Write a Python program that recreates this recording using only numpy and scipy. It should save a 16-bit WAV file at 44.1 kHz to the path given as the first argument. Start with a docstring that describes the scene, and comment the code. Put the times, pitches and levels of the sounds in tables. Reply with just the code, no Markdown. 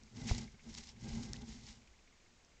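"""In dry leaf litter at night, a hedgehog pushes past a camera in three bouts of movement.
Sliding friction makes spines and leaves scrape, tiny impacts crackle, and stalks snap now and then.
The rubbing drives the resonances of the camera's case, jostling makes it rumble, and one bump thumps it.
Faint short pips come and go over a steady hiss."""
import sys
import numpy as np
from scipy import signal
from scipy.fft import rfft, irfft, next_fast_len
from scipy.io import wavfile
from scipy.ndimage import uniform_filter1d, map_coordinates

SR = 44100
rng = np.random.default_rng(int(sys.argv[2]) if len(sys.argv) > 2 else 0)


def unload_audio(sound):
    """Save the sound as a 16-bit wav file, at the path given as the first command line argument."""
    columns = np.transpose(np.atleast_2d(sound))
    # keep every value between -1 and 1, then stretch to whole-number steps
    steps = np.round(np.clip(columns, -1, 1) * 32767)
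    wavfile.write(sys.argv[1], SR, steps.astype(np.int16))


N = 114660

# spectrum of the steady background (frequency [Hz], relative density [dB])
HISS_SPECTRUM = [(10, -1.5), (25, 2), (55, -4), (120, -13.5), (200, -12), (330, -15), (600, -19),
                 (1300, -22), (2200, -21), (3500, -24), (7000, -23.5), (9000, -24.5), (11000, -52)]
# faint pips (time [s], peak level [dB], pitch [Hz])
PIP_EVENTS = [(.012, -66, 2390), (.074, -65.5, 2390), (0.477, -56.5, 2127), (.543, -65, 2160),
              (.592, -59, 2350), (.604, -62.5, 2340), (.962, -63, 2240), (1.816, -69, 2450),
              (1.873, -63.5, 2450), (1.937, -66, 2190), (1.988, -67, 2400), (2.073, -63.5, 2310),
              (2.124, -64.5, 2093), (2.201, -68, 2400), (2.260, -66.5, 2230), (2.400, -67.5, 2100),
              (2.517, -68, 2300), (2.567, -69, 2300)]
# rumble of the jostled case, in consecutive curves (time [s], relative level [dB])
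JOSTLE_LEVELS = [
    [(0.0, -50), (0.014, -54), (0.102, -74), (0.156, -71), (0.252, -41.5), (0.284, -57), (0.29, -45)],
    [(0.36, -42.5), (0.59, -61.5), (0.608, -66), (0.642, -68), (0.712, -56), (0.968, -60), (0.98, -81)],
    [(1.0, -73), (1.088, -40), (1.244, -47), (1.434, -51.5), (1.612, -54.5), (1.688, -49.5), (1.742, -62),
     (2.0, -67.5)],
]
# spectrum of that rumble (frequency [Hz], relative density [dB])
JOSTLE_SPECTRUM = [(12, -33.5), (25, -8), (55, 3.5), (72, 0.5), (95, -25), (160, -47.5), (400, -100)]
# rubbing on the case, in consecutive curves (time [s], relative level [dB])
RUB_LEVELS = [
    [(0.0, -62.5), (0.058, -61), (0.1, -73), (0.122, -59.5), (0.228, -40.5), (0.246, -46.5), (0.3, -41.5)],
    [(0.345, -44), (0.367, -43.5), (0.417, -43), (0.519, -67), (0.545, -53.5), (0.595, -82), (0.62, -73)],
    [(0.64, -60), (0.658, -54), (0.7, -50.5), (0.754, -59), (0.794, -55), (0.866, -63.5), (0.972, -60),
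     (1.0, -59)],
    [(1.02, -51), (1.072, -44), (1.104, -43), (1.136, -42.5), (1.204, -43), (1.234, -49), (1.29, -45),
     (1.4, -51)],
    [(1.41, -49.5), (1.432, -45.5), (1.464, -59.5), (1.492, -52), (1.794, -63), (1.836, -72), (1.988, -82),
     (2.0, -65)],
]
# resonances of the rubbed case (frequency [Hz], bandwidth [Hz], relative gain [dB])
CASE_RESONANCES = [(115.3, 25.4, 1), (225, 19.9, 4), (252, 24.7, -3.5), (322.7, 10, -9.5), (395.5, 52, -15),
                   (800, 37, -18.5), (850, 53, -21), (1603, 17, -21.5), (2034, 37, -23)]
# modes of the bumped case (frequency [Hz], relative level [dB], 60 dB decay time [s])
RING_MODES = [(45, -4, 0.11), (242, -13, 0.031), (480, -8, 0.0091), (710, -2.5, 0.0094),
              (1000, -19.5, 0.0063)]
# snapping stalks and leaf edges (time [s], peak level [dB], pitch [Hz], 60 dB decay time [s])
SNAP_EVENTS = [(.0352, -50.5, 5300, 0.0084), (0.1706, -44, 3400, 0.007), (0.288, -36, 5530, 0.0059),
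               (0.2894, -36.5, 2270, .012), (0.2944, -36, 2060, 0.028), (0.2934, -36.5, 5430, .014),
               (0.319, -35, 4600, .006), (0.349, -30.5, 5200, 0.0037), (0.3813, -39, 6260, 0.012),
               (0.4422, -45.5, 4300, 0.0054), (.5190, -56, 4800, .006), (0.6974, -48, 5530, 0.0084),
               (.7420, -39, 5400, 0.0044), (0.7503, -33.5, 3560, 0.0036), (.7780, -40, 4840, 0.0022),
               (.7820, -39, 4200, 0.0047), (.7854, -35.5, 6000, .004), (.8390, -43.5, 5700, 0.01),
               (0.8718, -44, 5140, 0.0073), (.892, -48.5, 5100, 0.023), (1.237, -59, 3800, 0.006),
               (1.3333, -26, 6500, 0.0049), (1.3423, -44.5, 1990, 0.012), (1.3615, -43, 2600, 0.0073),
               (1.3668, -45, 3900, .010), (1.42, -48.5, 3970, .012), (1.6668, -46, 4900, 0.013),
               (1.7285, -47, 5000, 0.0053), (2.448, -55.5, 5770, 0.013)]
# rustle of the leaves, in consecutive curves (time [s], relative level [dB])
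RUSTLE_LEVELS = [
    [(0.1, -74), (0.144, -70.5), (0.166, -59.5), (0.25, -58.5), (0.286, -45), (0.372, -53), (0.38, -49),
     (0.508, -73), (0.518, -70), (0.562, -80), (0.6, -76)],
    [(0.6, -73), (0.704, -60.5), (0.72, -62), (0.748, -55.5), (0.766, -58), (0.78, -49.5), (0.828, -60.5),
     (0.84, -57), (0.854, -67.5), (0.89, -53.5), (0.948, -79.5), (0.96, -75)],
    [(0.96, -74), (0.992, -70), (1.0, -64.5), (1.092, -55), (1.22, -58), (1.236, -51), (1.248, -57),
     (1.32, -65)],
    [(1.35, -58.5), (1.368, -61), (1.376, -65.5), (1.41, -64.5), (1.42, -59), (1.43, -67), (1.522, -56.5),
     (1.61, -65.5), (1.692, -55.5), (1.864, -85), (1.876, -71), (1.9, -95)],
]
# spectrum of that rustle (frequency [Hz], relative density [dB])
LEAF_SPECTRUM = [(300, -17), (560, -17), (790, 1), (1000, -3), (1350, -10), (1600, -8.5), (1800, -2.5),
                 (2100, 1), (2500, -4), (3600, 0), (5500, 4), (7000, 2.5), (9000, -1)]
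# treble roll-off of the microphone (frequency [Hz], gain [dB])
MIC_RESPONSE = [(7000, -0.5), (7600, -4), (8100, -11), (8600, -18), (9000, -33.5)]

BAND_LIMIT_HZ = 9100


def amp(db):
    """Amplitude ratio of a level in decibels."""
    return 10 ** (np.asarray(db) / 20)


def unit(x):
    """Normalisation to rms 1."""
    return x / np.sqrt(np.mean(x ** 2) + 1e-20)


def decay(t, t60):
    """Exponential damping: the amplitude falls 60 dB by t = t60."""
    return np.exp(-np.log(1000) * t / t60)


def gain_at(points, hz):
    """Gain interpolated from (frequency [Hz], level [dB]) points on a logarithmic frequency axis."""
    freqs, db = np.transpose(points)
    return amp(np.interp(np.log(hz + 1), np.log(freqs + 1), db))


def envelope(curves):
    """Gain per sample from consecutive (time [s], level [dB]) curves."""
    times, db = np.vstack(curves).T
    return amp(np.interp(np.arange(N) / SR, times, db, right=-100))


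def wobble(rate_hz):
    """Smooth random modulation: a spline through rate_hz Gaussian values a second."""
    knots = rng.standard_normal(int(N * rate_hz / SR) + 4)
    return map_coordinates(knots, [np.arange(N) * rate_hz / SR])


def filtered(x, response):
    """Linear filtering: the spectrum of x is multiplied by a frequency response."""
    size = next_fast_len(len(x) + 8192)
    return irfft(rfft(x, size) * response(np.fft.rfftfreq(size, 1 / SR)), size)[:len(x)]


def coloured(x, spectrum):
    """Spectral shaping of x, normalised to rms 1."""
    return unit(filtered(x, lambda hz: gain_at(spectrum, hz)))


def add(track, start_s, sound):
    """Superposition of a sound on the track."""
    part = track[max(round(start_s * SR), 0):][:len(sound)]
    part += sound[:len(part)]


def hiss():
    """Stationary noise: microphone hiss over a low night-time rumble."""
    return amp(-65.5) * coloured(rng.standard_normal(N), HISS_SPECTRUM)


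def pips(rise_s=0.0032, relative_bandwidth=0.13):
    """Phase diffusion broadens each faint, soft-edged tone into a pip of narrow-band noise."""
    track, t = np.zeros(N), np.arange(SR // 20) / SR
    swell = t / rise_s * np.exp(1 - t / rise_s)
    for start_s, db, hz in PIP_EVENTS:
        phase_step = np.sqrt(2 * np.pi * relative_bandwidth * hz / SR)
        drift = phase_step * np.cumsum(rng.standard_normal(len(t)))
        tone = np.sin(2 * np.pi * hz * t + uniform_filter1d(drift, size=8))
        add(track, start_s, amp(db) * swell * tone)
    return track


def jostling():
    """Forced vibration: the whole case shakes at low frequency while the animal leans on it."""
    return amp(-4) * envelope(JOSTLE_LEVELS) * coloured(rng.standard_normal(N), JOSTLE_SPECTRUM)


def rubbing(roughness_db=1.5):
    """Stick-slip friction drives the resonances of the case, each a damped oscillator."""
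    def case_response(hz):
        # neighbouring modes alternate in polarity
        return sum((-1) ** k * amp(db) * 1j * hz * width / (centre ** 2 - hz ** 2 + 1j * hz * width)
                   for k, (centre, width, db) in enumerate(CASE_RESONANCES))

    friction = rng.standard_normal(N) * amp(roughness_db * wobble(rate_hz=45))
    return amp(-0.5) * envelope(RUB_LEVELS) * unit(filtered(friction, case_response))


def bump(start_s=0.3122, push_s=0.013, rise_s=0.00022):
    """Impact excitation: a soft body shoves the case there and back, and its damped modes ring dully."""
    track, t = np.zeros(N), np.arange(SR // 5) / SR
    push = np.sin(2 * np.pi * np.minimum(t / push_s, 1))
    ring = sum(amp(db) * np.sin(2 * np.pi * hz * t) * decay(t, t60) for hz, db, t60 in RING_MODES)
    attack = 1 - np.exp(-t / rise_s)
    add(track, start_s, -amp(-25) * attack * (push + ring))
    return track


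def snaps(typical_t60_s=0.0085, width_octaves=0.29, crack_gain=0.19):
    """Brittle fracture gives a pitched burst and a broad crack; the shorter it is, the wider its band."""
    track, t = np.zeros(N), np.arange(SR // 20) / SR
    for start_s, db, pitch, t60 in SNAP_EVENTS:
        sharpness = np.sqrt(typical_t60_s / t60)

        def spectrum(hz):
            octaves = np.log2((hz + 1) / pitch)
            band = np.exp(-0.5 * (octaves / (width_octaves * sharpness)) ** 4)
            crack = crack_gain * sharpness * np.minimum(hz / pitch, 1) * (hz < BAND_LIMIT_HZ)
            return band + crack

        noise = filtered(rng.standard_normal(len(t)), spectrum)
        burst = np.cos(np.angle(signal.hilbert(noise)))  # phase alone, so the amplitude is constant
        add(track, start_s, amp(db) * burst * decay(t, t60))
    return track


def spine_ticks(per_second=1500, ring_cycles=4.4):
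    """Shot noise: spines flick over dry leaves at random times, each impact a tiny damped sinusoid."""
    count = int(per_second * N / SR)
    when, pitch, polarity = rng.random((3, count, 1))
    hz = 5070 * 2 ** (2 * pitch - 1.2)  # spread over two octaves
    offsets = np.arange(160)
    cycles = hz * offsets / SR
    ticks = np.sign(polarity - 0.5) * np.sin(2 * np.pi * cycles) * decay(cycles, ring_cycles)
    positions = (when * N).astype(int) + offsets
    return np.bincount(positions.ravel(), ticks.ravel(), N)[:N]


def rustle(flutter_db=3.1):
    """Sliding friction and small impacts excite the leaves: a fluttering scrape with crackle on top."""
    scrape = coloured(rng.standard_normal(N), LEAF_SPECTRUM)
    flutter = amp(flutter_db * wobble(rate_hz=120))
    crackle = coloured(spine_ticks(), LEAF_SPECTRUM)
    return envelope(RUSTLE_LEVELS) * (amp(0.5) * flutter * scrape + amp(-3.5) * crackle)


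def scene():
    """Superposition of all sources in one channel, close and without reverberation."""
    return (hiss() + rubbing() + jostling() + bump() + snaps() + pips() + rustle())[None]


def record(dry, noise_top_hz=15800):
    """Band limiting: the camera cuts the treble steeply; only a faint hiss lies above it."""
    sound = filtered(dry[0], lambda hz: gain_at(MIC_RESPONSE, hz) * (hz < BAND_LIMIT_HZ))
    faint_hiss = amp(-98.5) * rng.standard_normal(N)
    return filtered(sound + faint_hiss, lambda hz: hz < noise_top_hz)[None]


dry = scene()
out = record(dry)
unload_audio(out)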